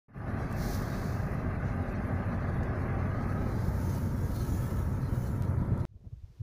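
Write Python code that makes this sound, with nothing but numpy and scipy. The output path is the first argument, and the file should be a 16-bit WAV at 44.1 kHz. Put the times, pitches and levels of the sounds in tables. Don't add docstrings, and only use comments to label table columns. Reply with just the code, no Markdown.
import sys
import numpy as np
from scipy import signal
from scipy.fft import rfft, irfft
from scipy.io import wavfile
from scipy.ndimage import uniform_filter1d

SR = 44100
rng = np.random.default_rng(int(sys.argv[2]) if len(sys.argv) > 2 else 0)


def output_pcm(signal):
    pcm = np.clip(np.atleast_2d(signal).T, -1, 1) * 32767
    wavfile.write(sys.argv[1], SR, np.round(pcm).astype(np.int16))


N = 283122
TIME, HZ = np.arange(N) / SR, np.fft.rfftfreq(N, 1 / SR)
DRIVE_START, DRIVE_END = .082, 5.8528

# time in seconds, share of the way from window (0) to windscreen (1).
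CAMERA_TURN = [(0, 0), (3.2, 0.16), (3.75, 0.65), (4.6, 0.77), (5.8, 0.93)]
# time in seconds, level in dB.
DRIVE_FADE = [(.082, -25), (.128, -23.5), (.15, -11.5), (.18, -7), (.225, -6), (.28, -1), (.35, 0)]

# frequency in Hz, relative level in dB per Hz.
RUMBLE_WINDOW = [(8, -10), (32, -18), (45, 1.5), (54, -2), (64, -1.5), (80, -2), (105, 0.5), (132, 1.5),
                 (155, -4.5), (200, -5), (255, -6.5), (310, -15.5), (450, -21), (900, -73)]
RUMBLE_SCREEN = [(8, -12), (32, -9), (45, -8), (64, 4.5), (78, -2), (105, 0), (130, 3.5), (155, -7.5),
                 (225, -8), (275, -14.5), (450, -25), (900, -70)]
# middle in seconds, change in dB, half length in seconds.
RISES_AND_DIPS = [(.2, -0.5, 0.026), (0.49, -3.5, .025), (.668, 2, .04), (0.854, -3, .014),
                  (1.268, 1.5, 0.0088), (1.857, -5.5, .035), (2.293, 5, 0.0096), (2.612, 4, 0.029),
                  (2.755, -5, .012), (3.044, 1, .01), (3.425, 3, .018), (3.686, 2.6, .028),
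                  (3.888, 2.5, 0.015), (4.282, -3, 0.013), (4.54, 3.5, 0.023), (5.127, 3.5, 0.013),
                  (5.235, -1, 0.011), (5.61, 4.5, 0.029), (5.717, 5.5, .014)]

# frequency in Hz, relative level in dB per Hz.
ROAR_WINDOW = [(150, -4.5), (190, -2.5), (255, 4.5), (310, -4.5), (380, -0.5), (470, -6), (700, -6.5),
               (950, -8.5), (1200, -8), (1650, -9), (2120, -16.5), (3050, -32.5), (6300, -41.5),
               (8100, -54), (12000, -59), (14500, -64)]
ROAR_SCREEN = [(200, -2.5), (350, 3.5), (560, 2.5), (760, -4), (1300, -3.5), (1700, -10), (2150, -15.5),
               (2600, -28), (3300, -33), (6500, -40.5), (8200, -40), (11000, -41), (13000, -54),
               (15000, -60)]
# centre in Hz, width in Hz, lift in dB.
CABIN_WINDOW = [(357, 14, 4.5), (630, 274, 8.5), (780, 67, 2), (1143, 180, 6), (1560, 210, 4.5),
                (2020, 510, 5), (2640, 320, 5)]
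CABIN_SCREEN = [(352, 39, 8.1), (545, 63, 3.8), (595, 350, 1.3), (915, 320, 3.3), (1277, 40, 2.9),
                (1410, 80, 2.5), (2300, 90, 2.4)]
# time in seconds, base level in dB.
ROAR_LEVEL = [(.35, -43), (2, -42.5), (3.15, -41.5), (3.8, -44), (4.25, -46), (5.2, -46), (5.7, -45.5)]
# time in seconds, centre in Hz, half width in Hz, lift in dB.
HOLLOW_LOW = [(.3, 805, 42, 3.5), (3.3, 800, 48, 5), (3.6, 840, 90, 3.5), (3.85, 900, 85, 7.5),
              (4.1, 945, 85, 6), (4.5, 900, 85, 2.5), (5.7, 960, 80, 5)]
HOLLOW_MIDDLE = [(.3, 1243, 70, 3.2), (3.0, 1245, 55, 2.6), (3.2, 1255, 75, 8.4), (3.42, 1276, 70, 10.6),
                 (3.55, 1300, 70, 1), (4.1, 1280, 50, 0.93), (4.6, 1305, 35, 6.9), (5.7, 1324, 50, 3.7)]
HOLLOW_HIGH = [(.3, 1740, 55, 4), (1.7, 1700, 69, 0), (2.5, 1697, 55, 4.5), (3.2, 1680, 60, 4),
               (3.8, 1610, 80, 1), (4.2, 1600, 90, 3), (4.6, 1740, 90, 7), (5.2, 1750, 90, -1)]

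# time in seconds, firing rate in Hz, base hum level in dB.
ENGINE_RUN = [(.4, 44.95, -46), (1.5, 44.82, -37.5), (3.7, 46.84, -38), (4.6, 45.88, -38.5),
              (5.8, 46.48, -38.5)]
# multiple of the firing rate, dB facing the window, dB facing the windscreen.
ENGINE_TONES = [(1, -9.5, -12.5), (2, -2.5, 0.5), (4, -14, -8)]

# crest in seconds, rms level in dB, half length in seconds.
GRIT_SWISHES = [(.43, -65, 0.041), (1.0, -60, 0.11), (1.69, -67.5, 0.044), (1.89, -69, 0.024),
                (2.81, -72, 0.017), (3.23, -66, 0.021), (3.6, -66.5, 0.087), (3.955, -59, 0.0093),
                (4.41, -62.5, 0.06), (5.06, -69, 0.026), (5.805, -64, 0.0083)]
# frequency in Hz, relative level in dB per Hz.
GRIT_TONE = [(1500, -19), (3000, -17.5), (4200, 2), (5200, -6.5), (6300, -4), (7500, -14.5), (10000, -10.5),
             (15000, -22)]

# time of full speed in seconds, hold in seconds,
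# base level in dB, build-up in dB per second, release in dB per second.
RUB_STROKES = [(0.621, 0.13, -53.5, 170, 79), (0.926, 0.19, -62.5, 37, 35), (3.873, 0.079, -56.5, 24, 36),
               (3.945, .015, -59, 150, 160), (4.375, 0.28, -54.5, 44, 32), (5.177, 0.076, -59, 80, 42)]
# frequency in Hz, relative level in dB per Hz.
GRIP_TONE = [(1500, -34), (3100, -12.5), (4100, -1.5), (4700, -0.5), (6200, -1), (7200, -6.5),
             (8100, -14.5), (9500, -8), (12500, -9.5), (13800, -6), (16000, -23)]
SLEEVE_TONE = [(1500, 4.5), (3100, -3.5), (4500, -16.5), (5500, -6.5), (6500, 1), (7400, -5), (8300, -11),
               (9600, -2), (10900, 3.5), (12500, -2), (13800, -9), (16000, -1)]
# centre in Hz, width in Hz, lift in dB.
PORT_RING = [(14760, 800, 12.5)]
# start in seconds, peak in dB, time to die by 60 dB in seconds,
# upper edge of the band in Hz, rattle strength beside the sharp edge (0-1).
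CAMERA_TICKS = [(.5077, -50, .012, 9000, .4), (.513, -50, .07, 14000, .4), (.5255, -44.5, .03, 12000, .5),
                (2.6312, -45.5, .05, 5500, .8), (5.4233, -32.5, .0008, 11000, .2),
                (5.4335, -48, .045, 4500, .7), (5.4485, -47, .035, 5000, .7),
                (5.7773, -47, .009, 15000, .6)]

# crest in seconds, peak in dB, pitch in Hz, half length in seconds.
PUFF_ROWS = [(5.901, -54, 90, .008), (5.923, -49.5, 115, 0.0064), (5.96, -40, 75, 0.0057),
             (6.025, -47, 100, 0.0056), (6.048, -49, 180, 0.0066), (6.074, -35, 90, 0.0053),
             (6.097, -48, 80, .007), (6.134, -32.5, 105, 0.0051), (6.177, -42, 65, 0.015),
             (6.242, -33.5, 75.6, 0.0045), (6.26, -46, 85, .006), (6.322, -51, 55, 0.015),
             (6.392, -50, 55, 0.01), (6.413, -30, 109, 0.0078)]
# crest in seconds, rms level in dB, half length in seconds.
FLUTTER_ROWS = [(5.968, -67, .01), (6.011, -66, .005), (6.029, -66, .004), (6.048, -65, .006),
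                (6.063, -63.5, .005), (6.07, -67, .05), (6.13, -65, .007)]
# frequency in Hz, relative level in dB per Hz.
BREEZE_TONE = [(8, -22), (20, -9), (50, -1), (85, 1), (125, -5), (170, -14), (300, -32), (600, -43),
               (1200, -58), (3000, -81), (12000, -106)]
FLUTTER_TONE = [(100, -4), (250, -2), (400, -4.5), (700, -13), (1200, -29), (3000, -51)]
AIR_TONE = [(180, -23.5), (300, 4), (726, -9), (823, -9.5), (1750, -14.5), (4590, -16.5), (6200, -18),
            (8100, -26), (13000, -27)]
# time in seconds, level in dB.
AIR_LEVEL = [(5.85, -86), (5.93, -82), (6.02, -78), (6.15, -74.5), (6.42, -70.5)]


def wind(buffet_db=2.0, window_db=-33.5, screen_db=-31.5):
    eddies = noise() * gain_of(buffet_db * drift(rate_hz=110))
    window = gain_of(window_db) * steadied(coloured(eddies, RUMBLE_WINDOW), seconds=0.2)
    screen = gain_of(screen_db) * steadied(coloured(eddies, RUMBLE_SCREEN), seconds=0.14)
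    return turned(window, screen)


def rises_and_dips():
    change_db = sum(db * np.exp(-((TIME - s) / half) ** 2) for s, db, half in RISES_AND_DIPS)
    return gain_of(change_db)


def tyres(window_db=1.5, screen_db=1.0, flutter_db=0.5):
    road = patchy(depth_db=0.6) * gain_of(flutter_db * drift(rate_hz=44))
    window = gain_of(window_db) * coloured(road, ROAR_WINDOW, CABIN_WINDOW)
    screen = gain_of(screen_db) * coloured(road, ROAR_SCREEN, CABIN_SCREEN)
    roar = gain_of(curves(ROAR_LEVEL)[0]) * turned(window, screen)
    for hollow in (HOLLOW_LOW, HOLLOW_MIDDLE, HOLLOW_HIGH):
        roar = hollowed(roar, hollow)
    return roar


def hollowed(x, rows):
    hz, t, z = signal.stft(x, SR, nperseg=2048, noverlap=1536)
    s, *columns = np.transpose(rows)
    centre, half, lift = [np.interp(t, s, c) for c in columns]
    away = ((hz[:, None] - centre) / half) ** 2
    hump_db = lift * (1 - away) * np.exp(-away / 2)
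    return signal.istft(z * gain_of(hump_db), nperseg=2048, noverlap=1536)[1][:N]


def engine(wobble=0.0097, waver_db=2.5):
    hz, level_db = curves(ENGINE_RUN)
    unsteady_hz = hz * (1 + wobble * drift(rate_hz=6.32))
    angle = 2 * np.pi * np.cumsum(unsteady_hz) / SR
    hum = np.zeros(N)
    for multiple, window_db, screen_db in ENGINE_TONES:
        db = level_db + turned(window_db, screen_db) + waver_db * drift(rate_hz=16.0)
        hum += gain_of(db) * np.sin(round(multiple) * angle + 2 * np.pi * rng.random())
    return np.sqrt(2) * hum


def grit(scatter_db=-78, uneven_db=4):
    scatter = gain_of(scatter_db + uneven_db * drift(rate_hz=20.0))
    return np.hypot(scatter, swells(GRIT_SWISHES)) * coloured(noise(), GRIT_TONE)


def brake(level_db=-78, centre_hz=11150, skirt_db=-76, wheel_turn_s=.249, crest_s=2.08):
    phase = ((TIME - crest_s) / wheel_turn_s + .5) % 1 - .5
    band = fuzzy_tone(centre_hz + 700 * phase, width_hz=520)
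    band *= gain_of(level_db + 3 * drift(rate_hz=45))
    skirt = fuzzy_tone(np.full(N, centre_hz), width_hz=2600)
    skirt *= gain_of(skirt_db + 2.5 * drift(rate_hz=14))
    throb_db = 2.2 * (np.cos(2 * np.pi * phase) - 1)
    return gain_of(throb_db) * (band + skirt)


def rubbing(grip_db=4.5, sleeve_db=2.0, grain_db=1.0, onset_db=-76):
    slips = noise() * gain_of(grain_db * drift(rate_hz=97))
    grip = gain_of(grip_db) * coloured(slips, GRIP_TONE, PORT_RING)
    echoed = reflected(slips, strength=0.25, sway_s=.00008)
    sleeve = gain_of(sleeve_db) * coloured(echoed, SLEEVE_TONE, PORT_RING)
    speed = stroke_speed()
    sliding = speed ** 2 / (speed ** 2 + gain_of(onset_db) ** 2)
    return speed * sliding * turned(grip, flickering(sleeve, depth_db=8.5))


def stroke_speed():
    power = np.zeros(N)
    for s, hold, db, build_up, release in RUB_STROKES:
        before, after = np.maximum(s - TIME, 0), np.maximum(TIME - s - hold, 0)
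        power += gain_of(db - build_up * before - release * after) ** 2
    return np.sqrt(power)


def reflected(x, strength, sway_s, count=6):
    out = x.copy()
    fine = signal.resample_poly(x, 4, 1)
    for delay in np.geomspace(.0017, .009, count):
        late = np.rint(4 * SR * (delay + sway_s * drift(rate_hz=1.2))).astype(int)
        out += strength * fine[4 * np.arange(N) - late]
    return evened(out)


def ticks(low_hz=1400):
    out = np.zeros(N)
    for s, db, t60, high_hz, rattle in CAMERA_TICKS:
        age = np.maximum(TIME - s, 0)
        decay = gain_of(-60 * np.minimum(age / t60, 2))
        snap = rattle * noise() * (TIME >= s) * decay
        snap[np.searchsorted(TIME, s)] = 1
        snap = signal.lfilter(*signal.butter(1, [low_hz, high_hz], "band", fs=SR), snap)
        out += gain_of(db) * snap / abs(snap).max()
    return out


def river_bank(lull_db=-58.5, lump_db=4, flap_db=3, wake_db=-17, wake_s=.014, rise_s=.07):
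    rise = np.clip((TIME - DRIVE_END) / rise_s, 0, 1) ** 2
    lull = gain_of(lull_db + lump_db * drift(rate_hz=33)) * rise
    wake = swells([(s, db + wake_db, wake_s) for s, db, _, _ in PUFF_ROWS])
    breeze = np.hypot(lull, wake) * steadied(coloured(noise(), BREEZE_TONE), seconds=0.048)
    flaps = noise() * gain_of(flap_db * drift(rate_hz=65))
    flutter = swells(FLUTTER_ROWS) * coloured(flaps, FLUTTER_TONE)
    air = gain_of(curves(AIR_LEVEL)[0]) * coloured(noise(), AIR_TONE)
    return puffs() + breeze + flutter + air


def puffs():
    out = np.zeros(N)
    for s, db, hz, half in PUFF_ROWS:
        out += swells([(s, db, half)]) * np.sin(2 * np.pi * (hz * (TIME - s) + rng.random()))
    return out


def gain_of(db):
    return 10 ** (np.asarray(db) / 20)


def evened(x):
    return x / np.sqrt(np.mean(x ** 2) + 1e-20)


def curves(rows):
    s, *columns = np.transpose(rows)
    return [np.interp(TIME, s, c) for c in columns]


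def turned(window, screen):
    turn = np.clip(curves(CAMERA_TURN)[0], 0, 1)
    return (1 - turn) * window + turn * screen


def noise():
    return rng.standard_normal(N)


def drift(rate_hz):
    return evened(irfft(rfft(noise()) * np.exp(-(HZ / rate_hz) ** 2), N))


def coloured(x, spectrum, resonances=()):
    f, level = np.transpose(spectrum)
    db = np.interp(np.log(HZ + 1), np.log(f + 1), level)
    for hz, width, lift in resonances:
        db = db + lift / (1 + (2 * (HZ - hz) / width) ** 2)
    return evened(irfft(rfft(x) * gain_of(db), N))


def steadied(x, seconds):
    power = irfft(rfft(x ** 2) * np.exp(-(HZ * seconds) ** 2), N)
    return x / np.sqrt(np.maximum(power, 1e-6))


def smooth_grid(shape, bins, frames):
    smooth = uniform_filter1d(rng.standard_normal(shape), bins, axis=0)
    return evened(uniform_filter1d(smooth, frames, axis=1))


def patchy(depth_db, size=9):
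    z = signal.stft(noise(), nperseg=512)[2]
    patches = smooth_grid(z.shape, size, size)
    return signal.istft(z * gain_of(depth_db * patches), nperseg=512)[1][:N]


def flickering(x, depth_db, limit=2.2):
    hz, _, z = signal.stft(x, SR, nperseg=1024, noverlap=768)
    streaks = np.minimum(smooth_grid(z.shape, bins=3, frames=12), limit)
    reach = np.interp(hz, [1790, 3200, 6800, 9000, 13000], [0.022, 0.79, 0.68, 0.4, 0.097])
    flicker = gain_of(depth_db * reach[:, None] * streaks)
    return signal.istft(z * flicker, nperseg=1024, noverlap=768)[1][:N]


def swells(rows):
    return np.sqrt(sum(gain_of(db) ** 2 * np.exp(-((TIME - s) / half) ** 2) for s, db, half in rows))


def fuzzy_tone(hz, width_hz):
    angle = 2 * np.pi * np.cumsum(hz) / SR
    return drift(width_hz) * np.cos(angle) + drift(width_hz) * np.sin(angle)


def scene():
    car = rises_and_dips() * (wind() + engine())
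    car += flickering(tyres() + brake(), depth_db=7.0)
    car += flickering(grit(), depth_db=7.0)
    car += rubbing() + ticks()
    in_car = np.interp(TIME, [DRIVE_START, DRIVE_START + .004, DRIVE_END - .00006, DRIVE_END], [0, 1, 1, 0])
    on_bank = np.interp(TIME, [DRIVE_END, DRIVE_END + .002, TIME[-1] - .002, TIME[-1]], [0, 1, 1, 0])
    return (in_car * gain_of(curves(DRIVE_FADE)[0]) * car + on_bank * river_bank())[None]


def record(dry, edge_hz=15120):
    low_pass = signal.firwin(511, edge_hz, window=("kaiser", 9), fs=SR)
    return signal.oaconvolve(dry, low_pass[None], "same")


dry = scene()
out = record(dry)
output_pcm(out)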